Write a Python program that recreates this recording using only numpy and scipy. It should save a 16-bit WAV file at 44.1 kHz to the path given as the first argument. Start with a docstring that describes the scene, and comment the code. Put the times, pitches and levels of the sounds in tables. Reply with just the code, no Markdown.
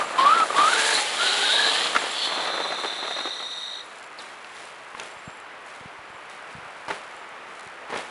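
"""A gravel lot, one camera microphone, a steady rush in the distance. Close by, an electric mountainboard
pulls away in three main bursts of throttle: the tyres spray stones, the drive whines upward, the deck
clatters, the motor hums and squeals. From about 2 s the speed controller sings in the windings until the
throttle closes, and the board coasts far off. Then a small bird chips, feet shift on the gravel nearby,
pebbles snap and the microphone is bumped. A thin, high flicker near 7.4 and 10 kHz comes and goes."""
import sys
import numpy as np
from scipy import signal
from scipy.fft import rfft, irfft, next_fast_len
from scipy.io import wavfile
from scipy.ndimage import map_coordinates

SR = 44100
rng = np.random.default_rng(int(sys.argv[2]) if len(sys.argv) > 2 else 0)


def unload_audio(sound):
    """Save the sound as a 16-bit wav file, at the path given as the first command line argument."""
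    columns = np.transpose(np.atleast_2d(sound))
    # keep every value between -1 and 1, then stretch to whole-number steps
    steps = np.round(np.clip(columns, -1, 1) * 32767)
    wavfile.write(sys.argv[1], SR, steps.astype(np.int16))


N = 357210

# the board rolls past the microphone and away:
# (time [s], rumble [dB], crunch [dB], stone spray [dB], housing rasp [dB])
ROLL = [(0.0, -32, -40.5, -50.5, -57), (.2, -33.5, -38.5, -49.5, -54), (.5, -32.5, -39.5, -46, -48),
        (.6, -30, -37.5, -41.5, -40), (.85, -36, -32.5, -37.5, -31), (1.15, -36, -35, -39, -28.5),
        (2.0, -34.5, -36, -42.5, -31), (2.2, -37.5, -39, -43.5, -28), (2.42, -32, -37, -49.5, -35),
        (2.6, -32.5, -39.5, -52, -59), (2.82, -38, -42.5, -51.5, -71), (3.25, -43, -45, -55, -80),
        (3.55, -52, -71, -56.5, -88), (3.95, -55, -58, -64.5, -90)]
# bursts of throttle: (start [s], end [s], first rasp [dB], last rasp [dB], wheelspin [dB])
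BURSTS = [(-.03, 0.021, -39, -47, 5.5), (0.176, 0.43, -25.5, -35.5, 3.5), (0.555, 1.01, -29.5, -35, 4),
          (1.187, 1.873, -25, -26, 2.5), (2.135, 2.262, -38, -26.5, -1.1)]
# spectrum of fine flying stones: (frequency [Hz], level [dB])
SPRAY = [(2000, -6), (4000, 7.5), (5200, -0.5), (6300, 0), (7300, 3), (8300, -0.5), (10000, 0.5),
         (11000, -3.5)]
ATTACK_S, RELEASE_S = 0.012, 0.017  # the drive takes up and drops its load
TIME = np.arange(N) / SR


def amp(db):
    return 10 ** (np.asarray(db) / 20)


def unit(x):
    return x / np.sqrt(np.mean(x ** 2) + 1e-20)


def noise():
    return rng.standard_normal(N)


def curves(rows):
    """One value per sample for each column after the time."""
    times, *columns = np.transpose(rows)
    return [np.interp(TIME, times, column) for column in columns]


def ramp(start, end, first, last):
    """A value that moves steadily from first to last between two times."""
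    return first + (last - first) * np.clip((TIME - start) / max(end - start, 1 / SR), 0, 1)


def held(start, end, attack=ATTACK_S, release=RELEASE_S):
    """An envelope that rises at start, holds, and dies away after end."""
    return np.clip((TIME - start) / attack, 0, 1) * np.exp(-np.clip((TIME - end) / release, 0, 20))


def swell(s, rise, fade):
    """An envelope that peaks at s and dies away."""
    t = TIME - s
    return np.exp(-np.minimum(np.where(t < 0, (t / rise) ** 2, t / fade), 20))


def wobble(rate):
    """A smooth random curve, rate knots a second."""
    knots = rng.standard_normal(N // 8)
    return map_coordinates(knots, [TIME * rate], mode="wrap")


def filtered(x, response):
    """x times a response of frequency."""
    size = next_fast_len(N + SR // 2)
    return irfft(rfft(x, size) * response(np.fft.rfftfreq(size, 1 / SR)), size)[:N]


def coloured(x, points):
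    """x shaped by (frequency [Hz], level [dB]) points with steep ends, at rms 1."""
    f, db = np.transpose(points)
    edges = np.log(np.r_[f[0] / 10, f[0] / 2, f, f[-1] * 2])
    levels = np.r_[db[0] - 50, db[0] - 20, db, db[-1] - 20]
    return unit(filtered(x, lambda hz: amp(np.interp(np.log(hz + 1), edges, levels))))


def low_cut(x, hz):
    return signal.sosfilt(signal.butter(2, hz, "highpass", fs=SR, output="sos"), x)


def grains(rate, spread_db):
    """Tiny contacts of varied size at random times, about rate a second."""
    size_db = spread_db * np.minimum(rng.exponential(size=N), 4)
    return unit((rng.random(N) < rate / SR) * amp(size_db) * np.sign(noise()))


def tone(hz, rough, width_hz):
    """A steady or gliding line of rms 1; the share rough of it is scattered over width_hz."""
    rough = np.clip(rough, 0, 1)
    phasor = np.sqrt(1 - rough) + np.sqrt(rough / 2) * (wobble(width_hz) + 1j * wobble(width_hz))
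    cycles = np.cumsum(np.broadcast_to(hz, N)) / SR + rng.random()
    return np.sqrt(2) * np.real(phasor * np.exp(2j * np.pi * cycles))


def distant_rush():
    """The bed of the lot: a far rush that grows a little late on, with faint ticks of grit."""
    # spectrum of the rush: (frequency [Hz], level [dB])
    air = [(25, -34), (60, -21), (130, -16.5), (280, -10), (450, -4), (650, -1.5), (900, 0), (1200, 0.5),
           (1650, -1.5), (2400, -5), (4000, -17.5), (6300, -26.5), (8000, -28.5), (11000, -32)]
    db = -42.5 + ramp(4.7, 7.3, 0, 2)
    rush = amp(db + 0.36 * wobble(8)) * coloured(noise(), air)
    ticks = amp(-68.5 + 7.6 * wobble(4.48)) * coloured(grains(rate=200, spread_db=2), SPRAY)
    return rush + ticks


def tyres():
    """Knobbly tyres drum on the ground, crush gravel and fling fine stones, more when the wheels spin."""
    # tread drumming on the ground: (frequency [Hz], level [dB])
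    tread = [(30, -56), (80, -32.5), (160, -16), (300, -7), (450, -2.5), (680, 2), (1000, -0.5), (1190, 3),
             (1400, -2), (1800, -6), (3000, -35)]
    # gravel crushed under the tread: (frequency [Hz], level [dB])
    gravel = [(500, -5.5), (1100, -7.5), (1600, 1.5), (2200, 2.5), (3000, -2), (4500, -11), (6000, -19.5),
              (9000, -52)]
    rumble_db, crunch_db, spray_db, _ = curves(ROLL)
    spin_db = sum(db * held(start, end) for start, end, *_, db in BURSTS)
    spin_db -= 1.5 * held(1.885, 1.922)  # a hop: the board unweights before it lands
    jolts = wobble(60)
    rumble_db += 0.9 * spin_db + 1.25 + 1.07 * jolts
    rumble = amp(rumble_db) * coloured(grains(rate=900, spread_db=0.5), tread)
    crunch_db += 1.05 * spin_db + 2 + 0.55 * jolts
    crunch = amp(crunch_db) * coloured(grains(rate=3500, spread_db=3), gravel)
    spray_db += spin_db + 6 + 1.4 * wobble(40.5)
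    spray = amp(spray_db) * coloured(grains(rate=9000, spread_db=3), SPRAY)
    in_earshot = held(-ATTACK_S, 3.98, release=0.094)  # the tyres sink into the distant rush
    return (rumble + crunch + spray) * in_earshot


def housing():
    """Rapid ticks ring the motor housing, harder in each burst of throttle."""
    # resonances of the housing: (frequency [Hz], level [dB])
    resonances = [(1500, -44), (2500, -11), (3100, 2), (3500, 0), (3850, -1), (4250, -4), (4700, -9),
                  (5400, -16), (6500, -34), (7300, -16), (8200, -30)]
    *_, rolling_db = curves(ROLL)
    load = sum(amp(ramp(start, end, first_db, last_db)) * held(start, end)
               for start, end, first_db, last_db, _ in BURSTS)
    gain = np.hypot(amp(rolling_db - 4.5), amp(-3) * load)
    flutter = amp(0.82 * wobble(140) + 0.46 * wobble(21.57))
    return gain * flutter * coloured(grains(rate=5000, spread_db=2.5), resonances)


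def feet():
    """Near the microphone a sole presses the gravel down and grit slides after it."""
    # shifts of the feet: (time [s], weight [dB], grit [dB], rise [s], fade of the weight [s])
    steps = [(.01, -51, -51.5, .01, 0.066), (4.21, -45.5, -45, 0.03, 0.1),
             (4.63, -47.5, -46.5, 0.12, 0.078), (5.02, -40.5, -45.5, 0.055, 0.083),
             (5.7, -63, -54.5, .05, 0.16), (6.31, -62, -52, .012, 0.066), (6.52, -54, -55, .04, 0.055),
             (6.884, -28, -42, 0.0027, 0.011), (6.91, -24.5, -43, 0.0094, 0.014),
             (6.943, -39.5, -45, 0.0089, 0.039), (7.15, -60, -59, .05, .15),
             (7.905, -32.5, -44.5, 0.0086, 0.012), (7.928, -29, -51, 0.0042, 0.014),
             (7.943, -31.5, -48, .003, .012), (7.962, -26.5, -42, 0.0059, 0.01),
             (7.977, -34, -42, 0.0044, 0.065)]
    # gravel under a sole: (frequency [Hz], level [dB])
    sole = [(29, -55), (50, -28), (225, -9), (280, -9.5), (402, -3), (989, -2), (1160, -6), (1260, -5),
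            (1800, -7), (6000, -28), (7800, -51), (13200, -120)]
    # sliding grit: (frequency [Hz], level [dB])
    grit_spectrum = [(800, -13), (2000, 5), (3500, 0.5), (5000, -6), (7000, -9), (10500, -10.5)]
    weight = sum(amp(db) * swell(s, rise, fade) for s, db, _, rise, fade in steps)
    slide = sum(amp(db) * swell(s, rise, 1.98 * fade) for s, _, db, rise, fade in steps)
    grit = coloured(grains(rate=2000, spread_db=0.5), grit_spectrum)
    grit += amp(-11) * coloured(grains(rate=240, spread_db=2.5), SPRAY)
    return weight * coloured(grains(rate=3000, spread_db=3.5), sole) + slide * grit


def drive_whine():
    """The drive climbs in steps as the wheel grips and slips; its teeth grate and at speed it frays."""
    # the whine, one curve for each main burst: (time [s], tooth rate [Hz], level [dB])
    climbs = [
        [(0.18, 1017, -31), (0.19, 1028, -15), (0.244, 1099, -22), (0.266, 1149, -15), (0.288, 1177, -18.5),
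         (0.3, 1223, -12), (0.338, 1332, -15.5), (0.358, 1335, -22), (0.368, 1340, -20), (0.398, 1330, -21),
         (0.408, 1290, -22), (0.43, 1268, -21), (0.44, 1236, -29)],
        [(0.56, 1100, -24.5), (0.622, 1199, -13), (0.658, 1235, -22.5), (0.682, 1314, -19.5),
         (0.692, 1393, -30), (0.73, 1524, -30), (0.746, 1394, -22), (0.764, 1452, -29), (0.788, 1651, -23),
         (0.824, 1618, -30.5), (0.942, 1732, -33), (0.95, 1787, -35), (1.02, 1749, -48)],
        [(1.2, 1347, -27.5), (1.26, 1475, -32), (1.372, 1404, -32), (1.388, 1568, -40), (1.418, 1470, -31),
         (1.462, 1632, -37), (1.496, 1456, -28.5), (1.548, 1709, -32), (1.566, 1597, -31), (1.618, 1750, -27),
         (1.634, 1642, -28.5), (1.784, 1775, -34), (1.82, 1884, -38)],
    ]
    # the drive is only nudged: (time [s], tooth rate [Hz], level [dB], rise [s], fade [s])
    nudges = [(.02, 1198, -26, 0.017, 0.015), (.503, 1202, -27, .003, .014)]
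    hz, db = curves([row for climb in climbs for row in climb])
    gate = sum(held(climb[0][0] - 0.008, climb[-1][0], release=0.0087) for climb in climbs)
    fray = np.interp(hz, [1300, 1500], [0.18, 0.62])
    hz *= 1 + 0.012 * wobble(110)
    line = tone(hz, rough=fray, width_hz=200)
    grate = amp(-13.5) * tone(hz, rough=0.71, width_hz=750)
    octave = amp(-23) * tone(2 * hz, rough=0.91, width_hz=300)
    blips = sum(amp(level) * swell(s, rise, fade) * tone(pitch, rough=0.3, width_hz=200)
                for s, pitch, level, rise, fade in nudges)
    capped_db = np.minimum(db + 1 + 1.8 * wobble(69.6), -14)  # the whine's loudest peaks are capped
    return gate * amp(capped_db) * (line + grate + octave) + blips


def high_flicker():
    """A thin, high flicker near 7.4 and 10 kHz comes and goes."""
    # brief swells of the flicker: (time [s], level [dB], rise [s])
    pulses = [(.06, -48, 0.11), (0.51, -46, .04), (.885, -33, .012), (.95, -37, .02), (1.681, -36, 0.0093),
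              (2.005, -41, .012), (2.12, -43, 0.012), (3.873, -60, .03), (4.062, -64, .05), (4.6, -62, .15),
              (5.12, -64, .06), (5.34, -59, 0.14), (6.2, -71, .2), (7.2, -68, .1)]
    envelope = sum(amp(db) * swell(s, rise, rise / 2) for s, db, rise in pulses)
    low = amp(-1 + 4.3 * wobble(70)) * tone(7420, rough=0.77, width_hz=430)
    high = amp(-5 + 4.6 * wobble(70)) * tone(9950, rough=1, width_hz=760)
    return envelope * (low + high)


def deck():
    """Each jolt is a short, dead clack with a ring of its own, a faint rattle and a thud of the tyre."""
    # the deck and axles knock: (time [s], level [dB], ring [Hz])
    knocks = [(.4, -8, 820), (.501, -15, 1200), (.543, -16, 900), (.547, -17, 1100), (.581, -6.5, 970),
              (.596, -12, 1148), (1.95, -7.5, 1340), (1.962, -3, 1338), (2.018, -16, 675),
              (2.038, -18, 530), (2.271, -17.5, 990), (2.32, -15.5, 1030), (2.375, -17, 396),
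              (2.423, -17, 990), (2.452, -17, 1500), (2.474, -13, 1200), (2.497, -24, 1120),
              (2.575, -17, 520), (2.6, -14, 870), (2.649, -22, 1190), (2.703, -16.5, 616),
              (2.72, -14.5, 744), (2.783, -19, 1080), (2.835, -13.5, 1160), (2.846, -16, 800),
              (2.856, -24, 640), (2.924, -25, 950), (3.027, -18.5, 860), (3.048, -19.5, 1620),
              (3.077, -18, 1190), (3.108, -18, 680), (3.164, -19, 610), (3.185, -18, 1090),
              (3.205, -19.5, 1400), (3.254, -16.5, 1230), (3.272, -20.5, 520), (3.401, -21.5, 1320),
              (3.424, -23.5, 1040)]
    # the struck deck: (frequency [Hz], level [dB])
    deck_spectrum = [(100, -38), (220, -16), (350, -2), (700, -0.5), (1000, 1), (1190, 2.5), (1450, 0.5),
                     (2200, -3.5), (3200, -8.5), (6000, -21), (11000, -35)]
    # a struck tyre: (frequency [Hz], level [dB])
    tyre_spectrum = [(150, -33), (260, -10.5), (380, -2.5), (600, -5), (900, -1), (1600, -26)]
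    blows, thuds, rings = np.zeros((3, N + SR))
    t = np.arange(SR // 5) / SR

    def strike(rise, fade):
        return (1 - np.exp(-(t / rise) ** 2)) * np.exp(-t / fade)

    for s, db, hz in knocks:
        span = slice(round(s * SR), round(s * SR) + len(t))
        rattle = amp(-17) * strike(rise=0.002, fade=0.027)
        blows[span] += amp(db) * (strike(rise=0.001, fade=0.0056) + rattle)
        thuds[span] += amp(min(db, -15)) * strike(rise=0.0017, fade=0.0095)
        ring = np.sqrt(2) * np.sin(2 * np.pi * (hz * t + rng.random()))
        rings[span] += amp(db) * strike(rise=0.0011, fade=0.0066) * ring
    clatter = amp(-10) * blows[:N] * coloured(noise(), deck_spectrum)
    clatter += amp(-13.5) * thuds[:N] * coloured(noise(), tyre_spectrum)
    return low_cut(clatter + amp(-11.5) * rings[:N], hz=130)


def motor_hum():
    """Pulling hardest, the motor hums a low line and its octave, which fades as the board draws away."""
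    # hard pulls: (start [s], end [s], first pitch [Hz], last pitch [Hz], level [dB])
    pulls = [(0.602, 1.025, 475, 421.3, -41), (1.198, 1.862, 377.2, 489, -42)]
    octave_gain = ramp(1.4, 1.93, 1.95, 0.44)
    out = np.zeros(N)
    for start, end, first_hz, last_hz, db in pulls:
        hz = ramp(start, end, first_hz, last_hz) * (1 + 0.0181 * wobble(20))
        lines = tone(hz, rough=0.35, width_hz=38) + octave_gain * tone(2 * hz, rough=0.44, width_hz=130)
        out += amp(db) * held(start, end, attack=0.063, release=0.052) * lines
    return out


def drive_squeals():
    """Under full load the drive squeals: a frayed line that swells and climbs."""
    # squeals: (peak time [s], pitch at the peak [Hz], level [dB], rise [s], fade [s])
    squeals = [(.8, 3860, -34, 0.18, .1), (.96, 4060, -25, .05, 0.045), (1.29, 3945, -24.5, 0.057, 0.046),
               (1.54, 3793, -22.5, 0.12, 0.13), (1.69, 4000, -25, 0.097, 0.078)]
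    glide_hz_per_s = 830
    waver = 1 + 0.0182 * wobble(80)
    out = np.zeros(N)
    for s, hz, db, rise, fade in squeals:
        pitch = (hz + glide_hz_per_s * np.clip(TIME - s, -0.5, 0.5)) * waver
        core = 0.75 * tone(pitch, rough=0.83, width_hz=390)
        fringe = 0.65 * tone(pitch, rough=0.97, width_hz=1100)
        out += amp(db) * swell(s, rise, fade) * (core + fringe)
    return out


def windings(chop_hz, offset_hz, rough):
    """Chopped current sings in the windings; the turning rotor splits each harmonic into sidebands."""
    # harmonics: (multiple of the chopping rate, lower sideband [dB], centre [dB], upper sideband [dB])
    harmonics = [(1, -38, -16.5, -36), (2, -5, -15, -15.5), (3, -22.5, -26, -21), (4, -34, -29.5, -31)]
    upper_lift_db = np.interp(offset_hz, [180, 320, 520], [0, 3, 11])  # far apart, the main pair evens out
    lower_lift_db = np.interp(offset_hz, [185, 230], [1, -2])  # louder near the shell's ring
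    song = np.zeros(N)
    for multiple, lower_db, centre_db, upper_db in harmonics:
        hz = multiple * chop_hz
        away = abs(multiple - 2)  # the second harmonic leads; the others are rougher
        spread_hz = offset_hz if away == 0 else 100 + 0.4 * offset_hz
        lower = tone(hz - spread_hz, rough=rough + 0.3 * away, width_hz=110)
        centre = tone(hz, rough=0.54, width_hz=74)
        upper = tone(hz + spread_hz, rough=np.sqrt(rough) + 0.36 * away, width_hz=150)
        song += amp(lower_db + lower_lift_db) * lower + amp(centre_db) * centre
        song += amp(upper_db + upper_lift_db * (away == 0)) * upper
    # the rotor adds a second pair of lines, 159 Hz inside the main sidebands
    centre_hz = 2 * chop_hz
    inner = sum(tone(centre_hz + side * (offset_hz - 159), rough, width_hz=70) for side in (-1, 1))
    song += amp(np.interp(offset_hz, [220, 330, 520], [-30, -11, -7])) * inner
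    # the motor's shell rings once the sidebands close in on it
    shell_db = np.interp(offset_hz, [170, 280, 450, 550], [-12, -9.5, -8, -20])
    song += amp(shell_db) * tone(4025, rough=0.6, width_hz=50)
    # a sizzle lies on either side of the centre
    song += amp(-13 + 12.8 * rough) * tone(centre_hz - offset_hz - 40, rough=1, width_hz=480)
    song += amp(-10.5 + 3.9 * rough) * tone(centre_hz + 150, rough=0.89, width_hz=420)
    return song


def controller():
    """The speed controller sings until the throttle closes; brief dropouts of current make it buzz."""
    # the song: (time [s], sideband offset [Hz], level [dB], roughness [0-1], dropout depth [0-1])
    course = [(2.15, 620, -36, .2, .1), (2.25, 505, -28, .2, .15), (2.3, 465, -34, 0.4, .2),
              (2.5, 310, -32, 0.65, 0.2), (2.8, 265, -32.5, 0.67, 0.2), (3.1, 220, -33.5, 0.75, .3),
              (3.18, 196.7, -31, 0.42, 0.3), (3.6, 166.8, -33, 0.13, 0.26), (3.81, 138, -34, 0.1, 0.6)]
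    chop_hz, buzz_hz = 1955, 51
    open_s, close_s = 2.13, 3.81
    offset_hz, db, rough, depth = curves(course)
    song = windings(chop_hz, offset_hz, rough)
    cycle = np.cumsum(buzz_hz + 3.5 * wobble(25)) / SR % 1
    dropout = np.exp(-(np.minimum(cycle, 1 - cycle) / 0.16) ** 4)
    song *= 1 - depth * dropout
    # before each dropout a pair of chirps flies apart
    flick_hz = offset_hz + 708 * cycle ** 3
    falling = amp(0.5) * tone(2 * chop_hz - 1.3 * flick_hz, rough=0.4, width_hz=400)
    rising = tone(2 * chop_hz + 0.8 * flick_hz, rough=0.4, width_hz=400)
    song += amp(-6) * np.sqrt(depth) * np.sin(np.pi * cycle ** 2) * (falling + rising)
    throttle = held(open_s, close_s, release=0.007)
    echo = amp(-11.5) * held(open_s, close_s, release=0.085)  # the song lingers in the trees
    return np.maximum(throttle, echo) * amp(db + 0.54 * wobble(35.7)) * song


def bird_chip():
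    """Off in the trees, one small bird's falling chip."""
    chip_s = 4.189
    hz = ramp(chip_s, chip_s + 0.02, 4520, 3410)
    return amp(-38) * swell(chip_s, rise=0.003, fade=0.024) * tone(hz, rough=0.76, width_hz=1400)


def pebbles():
    """Each stone cracks in a broad band around its short ring; the smallest hardly ring."""
    # single pebbles snap: (time [s], level [dB], ring [Hz])
    stones = [(4.221, -28, 6200), (4.445, -25.5, 2650), (4.566, -30, 3600), (4.654, -26, 8600),
              (4.949, -18, 1070), (4.998, -18.5, 2610), (4.999, -20, 5000), (5.034, -24, 7040),
              (5.302, -35, 4100), (5.372, -32, 9800), (5.401, -32, 9000), (5.663, -30, 8800),
              (5.703, -36, 5500), (5.762, -34, 7000), (6.298, -27, 8000), (6.35, -35, 8000),
              (6.424, -33, 9500), (6.528, -36, 7500), (7.166, -31, 10000), (7.291, -32, 9000),
              (7.975, -27, 5000)]
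    snaps, t = np.zeros(N + SR), np.arange(SR // 20) / SR
    for s, db, hz in stones:
        band = signal.butter(2, [hz / 1.6, hz * 1.6], "bandpass", fs=SR)
        crack = unit(signal.lfilter(*band, rng.standard_normal(len(t))))
        ring = np.interp(hz, [2500, 7000], [1, 0.25]) * np.sin(2 * np.pi * hz * t)
        t60 = np.interp(hz, [2500, 8000], [0.02, 0.011])
        snaps[round(s * SR):][:len(t)] += amp(db - 6.5 - 60 * t / t60) * (ring + 0.53 * crack)
    return snaps[:N]


def microphone_bumps():
    """Handling noise: one low push of the microphone for each bump; softer ones are duller."""
    # soft bumps: (time [s], level [dB])
    bumps = [(5.164, -50), (5.275, -31), (5.808, -41), (5.855, -34.5), (5.987, -47), (6.099, -47),
             (6.144, -48), (6.549, -35), (6.562, -42), (6.581, -38.5), (6.624, -47), (6.658, -48),
             (7.664, -44)]
    pushes = np.zeros(N)
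    for s, db in bumps:
        hz = np.interp(db, [-50, -33], [90, 155])
        envelope = swell(s + 0.0041, rise=0.0025, fade=0.0021)
        pushes += amp(db) * envelope * np.sin(2 * np.pi * hz * (TIME - s))
    return amp(4) * low_cut(pushes, hz=70)


def scene():
    """The board, the ground nearby and the far background, all at one microphone."""
    drive = drive_whine() + motor_hum() + drive_squeals()
    board = drive + housing() + controller() + tyres() + deck()
    nearby = feet() + pebbles() + microphone_bumps()
    return (board + nearby + bird_chip() + high_flicker() + distant_rush())[None]


def record(dry):
    """The camera keeps nothing above its band limit."""
    return filtered(dry[0], lambda hz: hz < 11050)[None]


dry = scene()
out = record(dry)
unload_audio(out)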